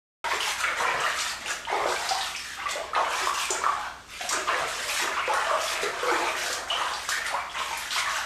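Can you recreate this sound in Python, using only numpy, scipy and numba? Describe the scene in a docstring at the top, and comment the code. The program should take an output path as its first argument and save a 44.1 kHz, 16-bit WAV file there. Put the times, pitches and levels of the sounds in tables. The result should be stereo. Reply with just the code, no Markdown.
"""A small tiled bathroom: hands scoop bath water over a cat in the tub, again and again.
Each scoop traps big gulping air pockets and a swarm of ringing bubbles, with plops and gurgles on top;
the poured water falls back as spray and bright slaps. Now and then the tub takes a soft bump.
The tub colours the sound and the tiles ring on; a camcorder hears it in mono over its own hum and hiss."""
import sys
import numpy as np
from scipy import signal
from scipy.fft import rfft, irfft
from scipy.io import wavfile
from scipy.ndimage import uniform_filter1d
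from numba import njit

SR = 44100
rng = np.random.default_rng(int(sys.argv[2]) if len(sys.argv) > 2 else 0)


def to_wav(s):
    """Save 16-bit WAV."""
    ch = np.atleast_2d(s).T  # columns
    pcm = np.round(np.clip(ch, -1, 1) * 32767)  # PCM
    wavfile.write(sys.argv[1], SR, pcm.astype(np.int16))


N = 363825
TIME = np.arange(N) / SR


def undb(db):
    """Decibels to gain."""
    return 10 ** (np.asarray(db) / 20)


def unit(x):
    """Scale to rms 1."""
    return x / np.sqrt(np.mean(x ** 2))


def gain_at(hz, curve):
    """Read an EQ curve (f/Hz, level/dB) as a gain."""
    f, db = np.transpose(curve)
    return undb(np.interp(np.log(hz + 1e-9), np.log(f), db))


def colour(x, curve):
    """Apply an EQ curve (f/Hz, level/dB)."""
    return irfft(rfft(x) * gain_at(np.fft.rfftfreq(len(x), 1 / SR), curve), len(x))


def low_cut(x, hz, order):
    """Roll off the lows."""
    return signal.sosfilt(signal.butter(order, hz, "high", fs=SR, output="sos"), x)


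def resonate(x, hz, width_hz):
    """Two-pole resonance, gain 1 at its centre."""
    return signal.lfilter(*signal.iirpeak(hz, hz / width_hz, fs=SR), x)


def add(track, start_s, sound):
    """Mix a sound into a track."""
    i = int(start_s * SR)
    track[i:i + len(sound)] += sound[:N - i]


@njit
def ring(starts, hz, cycles, gains, rise):
    """Bubbles: sines that fade to 1/e in so many cycles and rise in pitch as they near the surface."""
    out = np.zeros(N)
    for k in range(len(starts)):
        first, life = int(starts[k] * SR), cycles[k] * SR / hz[k]
        gain, fade, phase = gains[k], np.exp(-1 / life), 0.
        for i in range(min(int(6 * life), N - first)):
            phase += 2 * np.pi * hz[k] / SR * (1 + rise[k] * i / (3 * life))
            out[first + i] += gain * np.sin(phase)
            gain *= fade
    return out


def camcorder_noise(hiss_db=-52, hum_db=-63):
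    """A steady bed of rumble, hiss and mains hum."""
    # EQ of the rumble and hiss: f/Hz, level/dB
    floor_eq = [(15, -27), (30, 2), (46, -4.5), (80, 2), (150, -2.5), (220, 1), (420, 0), (1200, -18),
                (3000, -12.5), (8000, -17.5), (15000, -20)]
    hiss = colour(rng.standard_normal(N), floor_eq)
    hum = np.sin(2 * np.pi * 60 * TIME)
    return undb(hiss_db) * unit(hiss) + undb(hum_db) * unit(hum)


def surges(starts, lengths, powers, attack_s, sag_db_per_s, release_s, settle_db=-20.5, settle_s=0.45):
    """Power envelope of surges: each swells, sags, drops, and laps on faintly as the water settles."""
    out, t = np.full(N, 1e-9), TIME[:3 * SR // 2]
    body = np.minimum(t / attack_s, 1) * undb(-sag_db_per_s * t)
    for start, length, power in zip(starts, lengths, powers):
        after = np.maximum(t - length, 0)
        lapping = undb(settle_db) * np.exp(-after / settle_s)
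        ending = np.maximum(np.exp(-after / release_s), lapping)
        add(out, start, power * (body * ending) ** 2)
    return out


def hand_strokes(gulp_lag_s=0.016):
    """Hands push through the water and trap air: gulp power, churn power and tilt-weighted churn power."""
    # strokes: t/s, length/s, bubble level/dB, gulp level/dB, tilt to small bubbles/(dB per octave)
    strokes = [(0.171, 0.17, -30, -38.5, -0.5), (0.418, 0.065, -33.5, -47, -6),
               (0.578, 0.13, -33.5, -40, 6), (0.753, 0.35, -30.5, -36, 1), (1.156, 0.18, -39, -69, -6),
               (1.417, 0.096, -40.5, -41.5, 2), (1.674, 0.23, -31.5, -34.5, -5.5),
               (1.908, 0.31, -35.5, -60, -4.5), (2.563, 0.14, -37.5, -53, 3), (2.655, 0.2, -40, -43.5, 1),
               (2.931, 0.094, -32.5, -33, -7.5), (3.032, 0.21, -32, -42.5, 1),
               (3.347, 0.092, -37.5, -62, -8), (3.48, 0.082, -34, -39, -2), (3.597, 0.26, -34.5, -59, -7),
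               (4.09, 0.45, -46.5, -58, 11), (4.293, 0.069, -33, -31.5, 0), (4.458, 0.18, -31, -33, -2),
               (4.718, 0.22, -41, -42.5, 3), (4.982, 0.1, -32, -34.5, -0.5), (5.108, 0.11, -33.5, -57, 6),
               (5.251, 0.33, -30.5, -42.5, -1.5), (5.681, 0.71, -34.5, -38.5, 1.5),
               (6.025, 0.26, -30.5, -37, -2.5), (6.351, 0.28, -39.5, -39, -7), (6.668, 0.27, -33, -41, -3),
               (7.14, 0.2, -38.5, -47.5, 5), (7.26, 0.16, -39.5, -62, -5.5),
               (7.534, 0.046, -32.5, -35.5, 3), (7.67, 0.17, -38.5, -55, 4), (7.956, 0.37, -33, -67, -1.5)]
    s, length, bubble_db, gulp_db, tilt_db = np.transpose(strokes)
    shape = dict(attack_s=0.013, sag_db_per_s=5, release_s=0.032)
    churn = surges(s, length, undb(bubble_db) ** 2, **shape)
    churn_tilt = surges(s, length, undb(bubble_db) ** 2 * tilt_db, **shape)
    # deep air pockets close only once the hand is under water
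    gulps = surges(s + gulp_lag_s, length, undb(gulp_db) ** 2,
                   attack_s=0.024, sag_db_per_s=12, release_s=0.0057)
    return gulps, churn, churn_tilt


def pouring():
    """Water runs off the hands and falls back: the power of its spray, held through each pour."""
    # pours: t/s, length/s, spray level/dB
    pours = [(0.266, 0.1, -37), (0.382, 0.14, -32), (0.566, 0.043, -33), (0.748, 0.081, -38),
             (0.995, 0.21, -41), (1.137, 0.18, -36), (1.384, 0.04, -41.5), (1.442, 0.095, -35.5),
             (1.843, 0.44, -37.5), (2.228, 0.33, -43), (2.674, 0.052, -35), (3.087, 0.21, -35.5),
             (3.326, 0.085, -34.5), (3.367, 0.09, -33), (3.49, 0.056, -61), (4.07, 0.13, -44.5),
             (4.18, 0.103, -39.5), (4.264, 0.2, -45), (4.53, 0.081, -40), (4.646, 0.22, -36.5),
             (4.851, 0.18, -31), (5.306, 0.32, -45), (5.581, 0.16, -33.5), (5.791, 0.053, -33),
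             (5.96, 0.37, -41.5), (6.343, 0.21, -34.5), (6.667, 0.25, -42.5), (6.917, 0.27, -41),
             (7.075, 0.048, -32.5), (7.234, 0.052, -33), (7.496, 0.035, -44), (7.55, 0.33, -40.5),
             (7.894, 0.11, -31.5), (8.067, 0.13, -36)]
    s, length, db = np.transpose(pours)
    return surges(s, length, undb(db) ** 2, attack_s=0.033, sag_db_per_s=0, release_s=0.0019)


def swarm(family, tilt_db, count, cycles, rise, spread_db, steady_s):
    """Many faint bubbles and a few loud ones across a family's pitches, tilted per octave; rms near 1."""
    when, pitch, size, damping = rng.random((count, 4)).T
    low_hz, high_hz = family[0][0], family[-1][0]
    hz = low_hz * (high_hz / low_hz) ** pitch
    lives = cycles * 2 ** (2 * damping - 1)
    tilt = np.broadcast_to(tilt_db, N)[(when * N).astype(int)] * np.log2(hz / np.median(hz))
    accent_db = spread_db * np.minimum(-np.log(1 - size), 4)
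    gains = gain_at(hz, family) * np.sqrt(hz / lives) * undb(accent_db + tilt)
    sound = ring(when * N / SR, hz, lives, gains, np.full(count, rise))
    sound = low_cut(sound, 0.84 * low_hz, order=6)
    # the bubbles of one moment share the energy that the hand puts in
    span = int(steady_s * SR)
    power = uniform_filter1d(uniform_filter1d(sound ** 2, span), span)
    return sound / np.sqrt(power + 1e-9)


def sloshing():
    """Deep gulps under the hands, bubbles in the churned water, and a spray of droplets."""
    # strength of each bubble family across its pitches: f/Hz, level/dB
    gulp_family = [(275, -26), (325, -6.5), (365, -6.5), (480, 1.5), (680, 3)]
    bubble_family = [(620, -5), (820, 1.5), (1150, 0), (1500, 2), (2200, -0.5), (3400, -11.5)]
    spray_family = [(2400, -5), (3300, -0.5), (4600, -2), (6500, 0), (8500, -2.5), (10300, 3.5),
                    (13500, -7)]
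    gulp_power, churn, churn_tilt = hand_strokes()
    fall = pouring()
    raised = fall * undb(-2.5) ** 2  # pours raise some bubbles
    thrown = churn * undb(-11) ** 2  # strokes throw a little spray
    gulp_db, bubble_db, spray_db = 10 * np.log10([gulp_power, churn + raised, fall + thrown])
    bubble_tilt = (churn_tilt + raised * 9) / (churn + raised)  # pours tilt up 9 dB per octave
    # the spray sounds brighter when it outweighs the bubbles, duller when the bubbles are loud
    spray_tilt = 0.27 * (spray_db - bubble_db + 5)
    gulps = swarm(gulp_family, tilt_db=12, count=1500,
                  cycles=4.7, rise=0.213, spread_db=4.5, steady_s=0.028)
    bubbles = swarm(bubble_family, tilt_db=bubble_tilt, count=6000,
                    cycles=6.92, rise=0.2345, spread_db=4.5, steady_s=0.064)
    spray = swarm(spray_family, tilt_db=spray_tilt, count=36000,
                  cycles=5.3, rise=0.05, spread_db=4, steady_s=0.099)
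    return gulps * undb(gulp_db) + bubbles * undb(bubble_db - 1.5) + spray * undb(spray_db)


def plops(trim_db=4, shard_db=-12, shard_lag_s=0.03, shard_octaves=0.42):
    """Large air pockets pinch off and ring, gliding up through their pitch; each sheds three shards."""
    # single large bubbles: t/s, f/Hz, level/dB, rise/share of pitch, decay/cycles
    pockets = [(0.315, 1063, -24.5, 0.11, 8.1), (0.331, 423, -27, .12, 6), (0.405, 3060, -22.5, 0.25, 16),
               (0.64, 1382, -26, 0.13, 17), (0.815, 730, -24, .1, 4.8), (0.85, 1010, -20, 0.069, 4.8),
               (0.892, 925, -21, 0.28, 4.2), (0.94, 716, -29.5, .1, 7), (1.0, 432, -31, 0.091, 2.9),
               (1.037, 1175, -25, 0.14, 8.4), (1.063, 1880, -22.5, 0.23, 13), (1.2, 2870, -24.5, 0.11, 6.5),
               (1.46, 2740, -24.5, 0.24, 7.9), (1.652, 2970, -26, 0.19, 5.3), (1.672, 913, -29, 0.19, 9.9),
               (1.724, 412, -22.5, 0.26, 8.5), (1.7, 755, -24, .1, 7.1), (1.728, 810, -18.5, 0.1, 10),
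               (1.857, 550, -11.5, 0.29, 1.4), (1.874, 890, -25, 0.12, 5.3),
               (2.109, 774, -20.5, 0.05, 12.5), (2.21, 3780, -25, 0.05, 14),
               (2.35, 2550, -26.5, 0.091, 8.7), (2.401, 5300, -31.5, .04, 30),
               (2.458, 1800, -32, 0.07, 9.7), (2.613, 1165, -35, .08, 9), (2.657, 1140, -27, 0.1, 8.7),
               (2.755, 587, -26, 0.19, 10.3), (2.79, 660, -29.5, 0.075, 8), (2.933, 1250, -26, 0.2, 5.7),
               (2.964, 900, -15.5, 0.39, 4.3), (3.002, 1260, -29, 0.18, 3.1), (3.215, 356, -28.5, .1, 3.5),
               (3.272, 1070, -15.5, 0.14, 3.8), (3.354, 2740, -29, 0.1, 17), (3.503, 390, -18.5, .11, 1.8),
               (3.638, 1170, -16.5, 0.12, 3), (3.664, 1117, -16.5, 0.13, 8.7),
               (4.208, 721, -28, 0.034, 8.2), (4.237, 711, -35, .04, 18), (4.489, 1090, -17.5, 0.66, 5.4),
               (5.168, 1148, -25, 0.92, 16), (5.277, 525, -19.5, 0.31, 5.8), (5.296, 865, -22.5, 0.085, 16),
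               (5.337, 1093, -26, 0.039, 23), (5.467, 678, -25, 0.15, 8.7), (5.497, 1128, -21, 0.15, 6.7),
               (5.512, 613, -21.5, 0.184, 12), (5.588, 668, -22.5, .1, 7), (5.831, 427, -16.5, 0.067, 2.4),
               (6.03, 496, -19.5, 0.13, 4.6), (6.073, 492, -22.5, 0.12, 3.5),
               (6.084, 1280, -23.5, 0.1, 6.4), (6.113, 873, -19, 0.087, 6.8), (6.114, 338, -19, 0.12, 4.5),
               (6.207, 472, -29, .12, 3.1), (6.235, 894, -28, 0.06, 19), (6.238, 1190, -33, 0.087, 7.5),
               (6.703, 2970, -25.5, 0.071, 27), (6.817, 996, -22.5, 0.092, 8.9),
               (7.089, 1200, -17.5, 0.33, 1.5), (7.122, 1790, -22, 0.12, 11), (7.176, 1790, -30, .08, 14),
               (7.211, 1820, -29, 0.088, 13), (7.327, 699, -28, 0.11, 22), (7.341, 972, -21.5, 0.52, 10.5),
               (7.398, 2330, -34, .04, 32), (7.497, 3300, -34, 0.12, 16), (7.603, 1062, -22.5, 0.16, 7.6),
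               (7.711, 896, -25, 0.19, 9), (7.962, 1100, -22.5, 0.96, 6), (8.072, 1139, -26, 0.13, 20)]
    s, hz, db, rise, cycles = np.transpose(pockets)
    sound = ring(s, hz / (1 + rise / 5), cycles, undb(db + trim_db), rise)
    for lag, detune in rng.random((len(s), 2, 3)).T:
        shard_hz = hz * 2 ** (shard_octaves * (2 * detune - 1))
        sound += ring(s + shard_lag_s * lag, shard_hz, cycles / 2, undb(db + trim_db + shard_db), rise)
    return low_cut(sound, hz=335, order=6)


def slaps(decay_s=0.0084, trim_db=1):
    """Falling water hits the surface with a short bright crack, broad for a sheet, narrow for a drop."""
    # sheets and fat drops landing: t/s, level/dB, centre f/Hz, bandwidth/share of centre
    hits = [(0.605, -29, 7400, .28), (1.003, -30.5, 7200, 0.42), (1.1866, -27, 4230, 0.42),
            (1.205, -25, 6000, .35), (1.295, -33, 4630, 0.16), (1.497, -29.5, 1400, 0.26),
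            (1.501, -31.5, 6530, 0.25), (1.89, -32, 4170, .4), (2.09, -23, 4900, 0.36),
            (2.21, -32, 3630, 0.22), (2.362, -31, 5600, 0.27), (2.689, -29, 2550, 0.55),
            (2.7092, -29, 7300, 0.39), (2.949, -47, 3500, 0.16), (3.339, -30, 6840, 0.36),
            (3.5047, -19.5, 7070, 0.17), (3.6371, -28, 1330, 0.21), (4.21, -31, 2600, 0.69),
            (4.2907, -20.5, 6760, 0.61), (4.325, -22, 7240, 0.19), (4.326, -26, 1400, .28),
            (4.887, -29, 2800, .8), (5.3348, -31, 1770, 0.34), (5.335, -27.5, 9600, 0.16),
            (5.64, -34, 6000, 0.24), (5.706, -39, 5100, .28), (5.8314, -31, 1890, 0.17),
            (6.4616, -30, 5500, .28), (6.5281, -26, 5500, 0.69), (6.935, -31, 4400, 0.25),
            (7.09, -21.5, 6500, 1.3), (7.588, -29.5, 2840, .28), (7.773, -23.5, 10800, 0.13),
            (7.907, -26, 3400, 0.25), (7.951, -29.5, 4500, .28)]
    out, t = np.zeros(N), TIME[:SR // 16]
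    for s, db, hz, width_share in hits:
        width_hz = min(width_share * hz, SR / 4)
        crack = unit(resonate(rng.standard_normal(len(t)), hz, width_hz))
        add(out, s, crack * np.exp(-t / decay_s) * undb(db + trim_db))
    return out


def plunges(rise=0.12, scatter_db=4, fade_db=13.5, count=24):
    """A hand or a lump of water breaks the surface and traps a sudden, fading cloud of bubbles."""
    # bubble clouds: t/s, length/s, lowest f/Hz, highest f/Hz, opening bubble level/dB, decay/cycles
    clouds = [(0.636, .016, 1340, 2900, -22.5, 7.9), (0.847, .014, 756, 1700, -26, 4),
              (2.349, 0.02, 2300, 2930, -32.5, 7), (2.948, .04, 1050, 4140, -22.5, 5),
              (4.474, 0.064, 1150, 4200, -24, 5.8), (6.699, 0.063, 2780, 3250, -23.5, 12),
              (7.115, 0.041, 1550, 1940, -27, 9.7)]
    out, each = np.zeros(N), np.ones(count)
    for s, length, low_hz, high_hz, db, cycles in clouds:
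        when, pitch, strength = rng.random((3, count))
        along = (np.arange(count) + when) / count
        shuffled = (np.argsort(pitch) + pitch) / count  # covers the range in random order
        hz = low_hz * (high_hz / low_hz) ** shuffled
        gains = undb(db - fade_db * along + scatter_db * (2 * strength - 1))
        out += ring(s + length * along, hz / (1 + rise / 5), cycles * each, gains, rise * each)
    return low_cut(out, hz=600, order=4)


def gurgles(gap_s=0.011, cycles=8, rise=0.11, fade_db=10.5, trim_db=-3,
            scatter_octaves=0.12, scatter_db=1.5, max_count=20):
    """A cavity behind the hand breaks into an uneven chain of bubbles; pitch slides as its size changes."""
    # bubble chains: t/s, length/s, first f/Hz, last f/Hz, opening level/dB
    chains = [(0.66, 0.069, 2200, 1590, -19), (0.801, 0.035, 883, 1040, -17),
              (0.867, 0.048, 2380, 2320, -17.5), (1.005, 0.052, 1130, 1330, -19),
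              (1.71, 0.049, 910, 794, -20), (1.802, 0.047, 1054, 940, -22),
              (2.487, 0.088, 1800, 1510, -28.5), (2.57, 0.032, 1210, 1060, -35),
              (2.947, 0.093, 1190, 920, -17), (3.294, 0.044, 1153, 1296, -17),
              (3.68, 0.057, 1054, 1160, -19), (4.482, 0.045, 1240, 1290, -23.5),
              (5.229, 0.047, 2210, 2450, -19), (5.36, 0.072, 1395, 1830, -19),
              (5.508, 0.078, 1205, 1100, -20), (6.727, 0.03, 2950, 2740, -25),
              (6.775, 0.057, 1250, 1010, -18.5), (7.119, .04, 1610, 1830, -22),
              (7.247, 0.03, 1870, 1760, -21), (7.35, 0.053, 955, 1370, -21)]
    out = np.zeros(N)
    for s, length, first_hz, last_hz, db in chains:
        jitter, detune, softness = rng.uniform(-1, 1, (3, max_count))
        along = np.maximum(np.arange(max_count) + jitter / 2, 0) * gap_s / length
        hz = first_hz * (last_hz / first_hz) ** along * 2 ** (scatter_octaves * detune)
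        gains = undb(db + trim_db - fade_db * along - scatter_db * softness)
        live = along < 1
        each = np.ones(live.sum())
        out += ring(s + length * along[live], hz[live], cycles * each, gains[live], rise * each)
    return low_cut(out, hz=500, order=4)


def bumps(cycles=2.04):
    """The water-filled tub answers a bump with a dull, quickly damped thud."""
    # soft bumps against the tub: t/s, f/Hz, level/dB
    thuds = [(0.809, 204, -37.5), (0.942, 146, -36), (1.392, 258, -40), (1.821, 143, -38), (4.24, 230, -38),
             (5.819, 174, -37), (4.607, 145, -38)]
    s, hz, db = np.transpose(thuds)
    return ring(s, hz, np.full(len(s), cycles), undb(db), rise=np.zeros(len(s)))


def bathroom(x, direct_db, tail_db, predelay_s=0.0014, low_t60_s=0.56, high_t60_s=0.42):
    """The tub's hollow rings, then dense echoes from the tiles, the treble dying first."""
    # air resonances of the tub: f/Hz, width/Hz, level/dB
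    tub_modes = [(361, 25, 0), (483, 18, -2.5), (558, 6.8, -19.5), (645, 11, -3), (1242, 185, -9)]
    x = x + sum(undb(db) * resonate(x, hz, width) for hz, width, db in tub_modes)
    t, hop = TIME[:SR // 2], SR // 32
    low_fade, high_fade = undb(-60 * t / low_t60_s), undb(-60 * t / high_t60_s)
    noise = rng.standard_normal(2 * N)
    low = signal.sosfiltfilt(signal.butter(2, 3000, fs=SR, output="sos"), noise)
    high = noise - low
    window, echoes = signal.windows.cosine(2 * hop), np.zeros(N)
    # the splashes move about the tub, so each moment has its own pattern of echoes
    for i in range(0, N, hop):
        pattern = rng.integers(N) + np.arange(len(t))
        tail = (low[pattern] * low_fade + high[pattern] * high_fade) * (t > predelay_s)
        tail /= np.sqrt(np.sum(tail ** 2))
        moment = x[i:i + 2 * hop] * window[:N - i]
        add(echoes, i / SR, signal.fftconvolve(moment, tail))
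    return undb(direct_db) * x + undb(tail_db) * echoes


def scene():
    """The mono mix; big bubbles at the open surface reach the microphone with less of the room."""
    wash = bathroom(sloshing() + slaps() + bumps(), direct_db=-5, tail_db=-2.03)
    glugs = bathroom(plops() + gurgles() + plunges(), direct_db=-5, tail_db=-4.5)
    mono = wash + glugs + camcorder_noise()
    return np.array([mono, mono])


def record(dry, start_s=0.242, top_hz=14500):
    """The camcorder cuts in after a moment, colours the sound and dulls the top."""
    # microphone colour: f/Hz, level/dB
    mic_eq = [(40, 3.5), (200, -1.5), (400, -3), (1200, 3.5), (4000, 4), (8500, 1), (10400, -9.5),
              (12200, -5.5), (14500, -15.5)]
    sound = np.array([colour(channel, mic_eq) for channel in dry]) * (TIME >= start_s)
    return signal.sosfilt(signal.ellip(8, 0.2, 70, top_hz, fs=SR, output="sos"), sound)


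dry = scene()
out = record(dry)
to_wav(out)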